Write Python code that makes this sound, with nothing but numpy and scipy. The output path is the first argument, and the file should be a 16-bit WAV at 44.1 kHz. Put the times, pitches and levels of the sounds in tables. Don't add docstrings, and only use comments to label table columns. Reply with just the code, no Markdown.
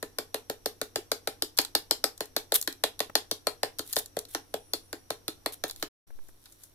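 import sys
import numpy as np
from scipy import signal
from scipy.fft import rfft, irfft, next_fast_len
from scipy.io import wavfile
from scipy.ndimage import uniform_filter1d

SR = 44100
rng = np.random.default_rng(int(sys.argv[2]) if len(sys.argv) > 2 else 0)


def unload_wav(signal):
    wavfile.write(
        sys.argv[1],
        SR,
        np.round(np.clip(np.atleast_2d(signal).T, -1, 1) * 32767).astype(np.int16),
    )


N = 297234
TIME = np.arange(N) / SR
LEAD = 64


def amp(db):
    return 10 ** (np.asarray(db) / 20)


def unit(x):
    return x / np.sqrt(np.mean(x ** 2) + 1e-20)


def burst(x):
    return unit(x) * np.sqrt(0.01 * SR / x.shape[-1])


def along(points, hz):
    f, v = np.transpose(points)
    return np.interp(np.log(hz + 1), np.log(f + 1), v)


def filtered(x, response):
    n = x.shape[-1]
    m = next_fast_len(n + 2048)
    return irfft(rfft(x, m) * response(np.fft.rfftfreq(m, 1 / SR)), m)[..., :n]


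def peak(f, hz, width):
    return 1 / (1 + (2 * (f - hz) / width) ** 2)


def noise(spectrum, n, mono_hz):
    def response(f):
        side_gain = (f + mono_hz / 4) / (f + mono_hz)
        return amp(along(spectrum, f)) * np.array([np.ones_like(f), side_gain])

    mid, side = filtered(rng.standard_normal((2, n)), response)
    return unit(np.array([mid + side, mid - side]))


def add(track, s, sound):
    i = max(round(s * SR), 0)
    track[:, i:i + sound.shape[-1]] += sound[..., :N - i]


def swell(t, peak_s, power):
    u = np.maximum(t, 0) / peak_s
    return (u * np.exp(1 - u)) ** power


def hump(s, db, width_s):
    return amp(db) * np.exp(-((TIME - s) / width_s) ** 2)


USUAL_FORCE_DB, USUAL_WET_DB = -34, 3
POP_HZ, POP_HZ_PER_DB = 548, 6
POP_RISES_HZ_PER_S, SPIT_FADES_DB_PER_S = 12, 0.41
SLAP_DB, SLAP_GROWTH = -30, 1.12
SPIT_DB, SPIT_GROWTH = -30, 0.83
BOARD_DB, BOARD_PER_FORCE, BOARD_PER_WET = -36.5, 0.2, 0.23
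THUD_LOSS_PER_AIR, WEIGHT_PER_AIR = 0.4, 0.28

# (time [s], force and clack level [dB], trapped air over the force [dB],
# wetness of the contact over the force [dB], pitch of the slap [Hz])
BLOWS = [(0.0276, -38, 2.5, -2, 3980), (0.1854, -34.5, 1.5, 1.5, 4740), (0.3438, -34.5, 3, 0.5, 4200),
         (0.4982, -37.0, 5.5, 0.5, 4070), (0.659, -36.5, 6.5, 5.5, 4700), (0.8146, -36.0, 4.0, 2.0, 4700),
         (0.9585, -34, 3.0, 2.5, 4800), (1.1166, -33.0, 4.5, 5.0, 4420), (1.2738, -32.5, 1.5, 0.5, 4100),
         (1.4222, -39, 0.5, 11.5, 4900), (1.5874, -26.0, -5.5, 5.0, 4750), (1.7511, -29.5, -3, 6.5, 4480),
         (1.91, -32.5, 0.5, 9.5, 5100), (2.0409, -29.5, 0.5, 5.5, 5200), (2.2062, -35.5, 2.5, 1.0, 4200),
         (2.3645, -32.5, 2, 4.5, 4350), (2.521, -32, 5, 4.0, 4060), (2.6754, -32, -8, 1, 4050),
         (2.8377, -28.5, 2.5, 3.5, 3650), (3.0033, -32.0, 3.0, 3.0, 4470), (3.1538, -27.0, -0.5, 4.5, 4500),
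         (3.3128, -39.5, 4.5, 10.5, 4830), (3.4697, -30.0, 4.5, 2.0, 4350), (3.632, -29.0, 2.5, -1.0, 4830),
         (3.7927, -40.0, 0.5, 6.5, 4300), (3.9654, -33, 5, 5.5, 4440), (4.168, -41.5, 14.0, 1.5, 3600),
         (4.3484, -32.0, -5.0, -1.0, 5550), (4.5403, -38, 10, 1, 3700), (4.735, -39.5, 2.5, 11.0, 4350),
         (4.9288, -38.5, -2.5, -1.0, 4650), (5.104, -35.5, 4.0, 1.5, 4270),
         (5.2805, -39.5, -2.5, 7.0, 4250), (5.4605, -31.5, 1.0, 0.5, 4100), (5.6382, -33.5, 2.5, 1, 3800),
         (5.826, -35.0, -1.5, 2.5, 4330)]


def paddle(thud_db=-3, weight_db=-10.5, room_db=-8, low_room_db=-11.0, ring_db=14, pop_lag_s=0.00015, left_db=0.7):
    out, blows = np.zeros((2, 2, N))
    push_colour = [(30, -19.0), (110, -1.5), (220, -1.5), (400, -2.5), (900, -46.5), (4000, -82)]
    for s, force_db, air_db, wet_db, slap_hz in BLOWS:
        harder, wetter = force_db - USUAL_FORCE_DB, wet_db - USUAL_WET_DB
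        slap_db = SLAP_DB + SLAP_GROWTH * (harder + wetter)
        spit_db = SPIT_DB + SPIT_GROWTH * (harder + wetter) - SPIT_FADES_DB_PER_S * s
        slap = crack([force_db, slap_db, spit_db], spread=0.8, slap_hz=slap_hz)

        pop_hz = POP_HZ + POP_HZ_PER_DB * harder + POP_RISES_HZ_PER_S * s
        pop_ears = [knock(pop_hz, peak_s=0.00417 + lag, power=16.9, sag=1.0) for lag in (0, pop_lag_s)]
        pop = amp(force_db + air_db) * np.array(pop_ears)

        board_db = BOARD_DB + BOARD_PER_FORCE * harder + BOARD_PER_WET * wetter
        thud_gain = amp(board_db + thud_db - THUD_LOSS_PER_AIR * air_db)
        thud = thud_gain * knock(328.6, peak_s=0.00876, power=6.9, sag=0.65)
        weight_gain = amp(board_db + weight_db + WEIGHT_PER_AIR * air_db)
        weight = weight_gain * puff(push_colour, peak_s=0.0065, power=1.9)

        low = pop + thud
        add(blows, s - LEAD / SR, slap)
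        add(blows, s, low)
        add(out, s, weight)
        add(out, s - LEAD / SR, amp(room_db) * room(slap))
        add(out, s + 0.003025, amp(low_room_db) * room(low))
    add(out, 0.006, amp(ring_db) * ringing(blows))
    return (out + blows) * amp(left_db * np.array([[0.5], [-0.5]]))


# (frequency [Hz], level [dB per Hz])
CONTACT_COLOUR = [(200, 0), (800, 11), (930, -3.5), (1060, 4.5), (1200, -1), (1320, 3), (1800, 3),
                  (2050, -4), (2900, -3), (3500, 2.5), (4300, 2), (4650, 0), (5100, 3), (5900, -3),
                  (7200, -6.5), (8500, -9.5), (11500, -6.5), (14500, -10), (16000, -26.5)]
BAND_EDGES = [800, 2800, 6200, 16500]
# (frequency [Hz], left minus right level [dB])
STEREO_LEAN = [(300, -22), (1200, 2), (2200, -1), (3700, -5.5), (4400, -1), (5300, 5), (8000, 3.5),
               (11000, -1), (14000, 7.5)]
# (frequency [Hz], level [dB])
FLAT = [(20, 0), (20000, 0)]


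def crack(levels_db, spread, slap_hz=4300, even=0.26, lag_s=0.000096, focus=1.57):
    t = np.arange(SR // 40) / SR
    clack_shape = swell(t, 0.002 * spread, power=1.13)
    slap_shape = swell(t, 0.0012 * spread, power=0.8)
    spit_shape = swell(t, 0.00042 * spread, power=0.27)

    def ears(f):
        balance = amp(np.outer([0.5, -0.5], along(STEREO_LEAN, f)))
        return balance * np.exp(-2j * np.pi * np.outer([0, lag_s], f))

    def colour(f):
        return amp(along(CONTACT_COLOUR, f)) * (1 + focus * peak(f, slap_hz, width=800))

    out = 0
    shapes = [clack_shape, slap_shape, spit_shape]
    for db, shape, lo, hi in zip(levels_db, shapes, BAND_EDGES, BAND_EDGES[1:]):
        z = rfft(noise(FLAT, len(t), mono_hz=3930) * shape)
        evened = z / (np.abs(z) + 1e-9) ** even
        smack = np.pad(irfft(evened, len(t)), ((0, 0), (LEAD, 0)))

        def response(f):
            band = 1 / (1 + (lo / (f + 1)) ** 12) / (1 + (f / hi) ** 12)
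            return ears(f) * colour(f) * band

        out = out + amp(db) * burst(filtered(smack, response))
    return out


def knock(hz, peak_s, power, sag):
    t = np.arange(SR // 25) / SR
    pitch = hz * (1 + sag * (np.exp(1 - t / peak_s) - 1) / np.e)
    cycles = np.cumsum(pitch) / SR
    cycles_at_peak = np.interp(peak_s, t, cycles)
    return burst(swell(t, peak_s, power) * np.cos(2 * np.pi * (cycles - cycles_at_peak)))


def puff(colour, peak_s, power):
    t = np.arange(SR // 20) / SR
    return burst(noise(colour, len(t), mono_hz=906) * swell(t, peak_s, power))


# (frequency [Hz], relative gain on resonance [dB], t60 [s])
RING_MODES = [(270.7, -20, 0.11), (350.6, -22, 0.097), (424, -11, 0.14), (455.6, -17.5, .2),
              (475, -19.5, 0.29), (1302, -16.5, 0.055), (1780, -26, 0.063), (3670, -23, .14),
              (3550, -29, 0.15), (4270, -20, .13), (4270, -18, 0.1), (4380, -11.5, 0.052),
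              (4730, -23.5, 0.097)]


def ringing(x):
    t = np.arange(SR // 3) / SR
    modes = np.zeros(len(t))
    for hz, db, t60 in RING_MODES:
        resonance_scale = 2 * np.log(1000) / (t60 * SR)
        modes += amp(db - 60 * t / t60) * np.sin(2 * np.pi * hz * t) * resonance_scale
    return signal.fftconvolve(x, modes[None], axes=1)


# (frequency [Hz], level [dB])
ROOM_SPECTRUM = [(100, 12), (300, 2.5), (500, -0.5), (800, 8), (1500, 2), (3000, 8), (4300, 1), (6000, 4),
                 (11000, 5), (15000, 2)]
# (frequency [Hz], t60 [s])
ROOM_DECAY = [(200, 0.43), (500, 0.19), (1500, 0.2), (4300, 0.19), (12000, 0.17)]


def room(x, first_s=0.0014, build_s=0.002):
    hz, t, z = signal.stft(noise(ROOM_SPECTRUM, SR // 3, mono_hz=450), SR, nperseg=256)
    decay = amp(-60 * t / along(ROOM_DECAY, hz)[:, None])
    tail = signal.istft(z * decay, SR, nperseg=256)[1]
    age = np.maximum(np.arange(tail.shape[1]) / SR - first_s, 0)
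    tail = tail * (1 - np.exp(-age / (build_s / 2)))
    return signal.fftconvolve(x, tail / np.sqrt(np.sum(tail ** 2) / 2), axes=1)


# (time [s], level [dB])
SLAB_FLOPS = [(0.979, -37.5), (1.431, -42)]


def flops(flop_hz=366, ring_db=8):
    out = np.zeros((2, N))
    for s, db in SLAB_FLOPS:
        add(out, s, amp(db) * knock(flop_hz, peak_s=0.00876, power=4.0, sag=0.1))
    return out + amp(ring_db) * ringing(out)[:, :N]


def click(levels_db, spread, room_db):
    direct = crack(levels_db, spread)
    out = amp(room_db) * room(direct)
    add(out, 0, direct)
    return out


# (time [s], spit level before the overall gain [dB], firmness of the contact over the spit [dB])
EDGE_TICKS = [(1.5701, -45.5, -6), (1.5748, -32, -3.5), (1.6156, -34, -9), (1.649, -36.5, 0.5),
              (2.1774, -47, -7), (2.256, -48.5, -6.5), (2.6135, -29.5, -17), (2.6258, -33, -7.5),
              (2.726, -43, -3), (2.9921, -37.5, 0.5), (3.7859, -36.5, -5), (3.8758, -46.5, -14),
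              (3.928, -30, -10.5), (3.933, -32, -4), (3.959, -33, -12), (3.9874, -30, -15),
              (4.0592, -43, -6), (4.1896, -32.5, -5.5), (4.2516, -52, 3.5), (5.6971, -43.5, 5),
              (5.71, -37.5, -4), (5.761, -48.5, -2.5)]
# (time [s], level [dB])
SOFT_TOUCHES = [(3.0968, -43.5), (6.104, -56), (6.188, -57), (6.2880, -57.5)]


def ticks(gain_db=-1.0, clack_db=-13):
    out = np.zeros((2, N))
    for s, spit_db, firm_db in EDGE_TICKS:
        slap_db = spit_db + firm_db
        tick = click([slap_db + clack_db, slap_db, spit_db], spread=1.0, room_db=-12)
        add(out, s - LEAD / SR, amp(gain_db) * tick)
    touch_colour = [(60, -22), (350, -2.5), (800, -5.5), (1700, -7.5), (3200, -31), (9000, -35.0)]
    for s, db in SOFT_TOUCHES:
        add(out, s, amp(db) * puff(touch_colour, peak_s=0.0016, power=0.9))
    return out


# (frequency [Hz], level [dB per Hz])
WET_COLOUR = [(300, -26), (1500, -9.5), (2800, -11), (3700, 1), (5000, -8.5), (8000, -4.5), (11000, 2),
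              (14500, -1.5), (16000, -23)]


def crackle(n, grain_db):
    clumps = unit(uniform_filter1d(rng.standard_normal(n), size=40))
    return unit(noise(WET_COLOUR, n, mono_hz=1500) * amp(grain_db * clumps))


# (start time [s], end time [s], level at the end [dB])
CLAY_PEELS = [(2.54, 2.565, -18.5), (3.847, 3.942, -43), (3.967, 3.998, -30.5), (4.285, 4.342, -47.5),
              (5.522, 5.545, -40), (5.681, 5.693, -41.5), (5.769, 5.84, -49)]


def peeling(grain_db=4.0, grows_db_per_s=128.5, room_db=-12):
    out = np.zeros((2, N))
    for start, end, end_db in CLAY_PEELS:
        n = max(round((end - start) * SR), SR // 200)
        from_end_s = (np.arange(n) - n) / SR
        tear = crackle(n, grain_db) * amp(end_db + grows_db_per_s * from_end_s)
        add(out, start, tear)
        add(out, start, amp(room_db) * room(tear))
    return out


# (time [s], slap level [dB], spit level [dB])
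NEEDLE_SLIPS = [(6.2847, -75, -56.5), (6.4563, -54, -54.5), (6.5226, -66, -54), (6.6355, -63, -47.5)]
# (start time [s], end time [s])
PAUSE = (5.882, 6.072)


def needle(drag_db=-69.5, scrape_db=-11.5, scrape_lead_s=0.013, scrape_width_s=0.034):
    drag = amp(drag_db) * (TIME > PAUSE[1])
    for s, _, spit_db in NEEDLE_SLIPS:
        drag = drag + hump(s - scrape_lead_s, spit_db + scrape_db, scrape_width_s)
    out = drag * crackle(N, grain_db=5)
    for s, slap_db, spit_db in NEEDLE_SLIPS:
        add(out, s - LEAD / SR, click([slap_db - 6.0, slap_db, spit_db], spread=1.9, room_db=-6.5))
    return out


# (frequency [Hz], relative level [dB per Hz])
AIR_COLOUR = [(15, 15), (30, 18), (55, 9.5), (130, 8.5), (210, 0), (290, 9), (450, 2), (1000, -4.5),
              (2300, -11.5), (4300, -9.5), (7500, -14.5), (11500, -8), (14800, -15), (16000, -47)]
# (frequency [Hz], level [dB])
ROOM_HUM = (95.5, -67.5)
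# (frequency [Hz], width [Hz], level [dB])
ROOM_HISS = (5750, 210, -69.5)
# (time [s], level [dB], half length [s])
HIGH_SIZZLE = (4.73, -64, .3)
# (time [s], level [dB], half length [s])
HANDLING_SWELLS = [(5.76, -48, 0.11), (6.168, -39.5, .12)]


def background(air_db=-60.5, cutting_db=-3, hum_drop_db=-5, waver=0.53):
    cutting = TIME > PAUSE[0]

    def narrow(hz, width):
        return unit(filtered(noise(FLAT, N, mono_hz=1500), lambda f: peak(f, hz, width)))

    air = amp(air_db + cutting_db * cutting) * noise(AIR_COLOUR, N, mono_hz=150)
    hum_hz, hum_db = ROOM_HUM
    drift = unit(filtered(rng.standard_normal(N), lambda f: peak(f, 0, width=2.5)))
    hum = amp(hum_db) * unit(np.sin(2 * np.pi * hum_hz * TIME + waver * drift))
    hiss_hz, hiss_width_hz, hiss_db = ROOM_HISS
    hiss = amp(hiss_db) * narrow(hiss_hz, hiss_width_hz)
    sizzle = hump(*HIGH_SIZZLE) * narrow(9800, 450)
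    rumble_colour = [(8, 18.0), (20, -10.5), (35, -18), (70, -44.0), (200, -69), (1000, -120)]
    rumble = noise(rumble_colour, N, mono_hz=13) * sum(hump(*row) for row in HANDLING_SWELLS)
    return air + amp(hum_drop_db * cutting) * (hum + hiss) + sizzle + rumble


def scene():
    return paddle() + flops() + ticks() + peeling() + needle() + background()


def record(dry, top_hz=16000):
    playing = (TIME < PAUSE[0]) | (TIME > PAUSE[1])
    live = uniform_filter1d(playing * 1.0, size=400)
    return filtered(dry * live, lambda f: 1 / (1 + (f / top_hz) ** 90))


dry = scene()
out = record(dry)
unload_wav(out)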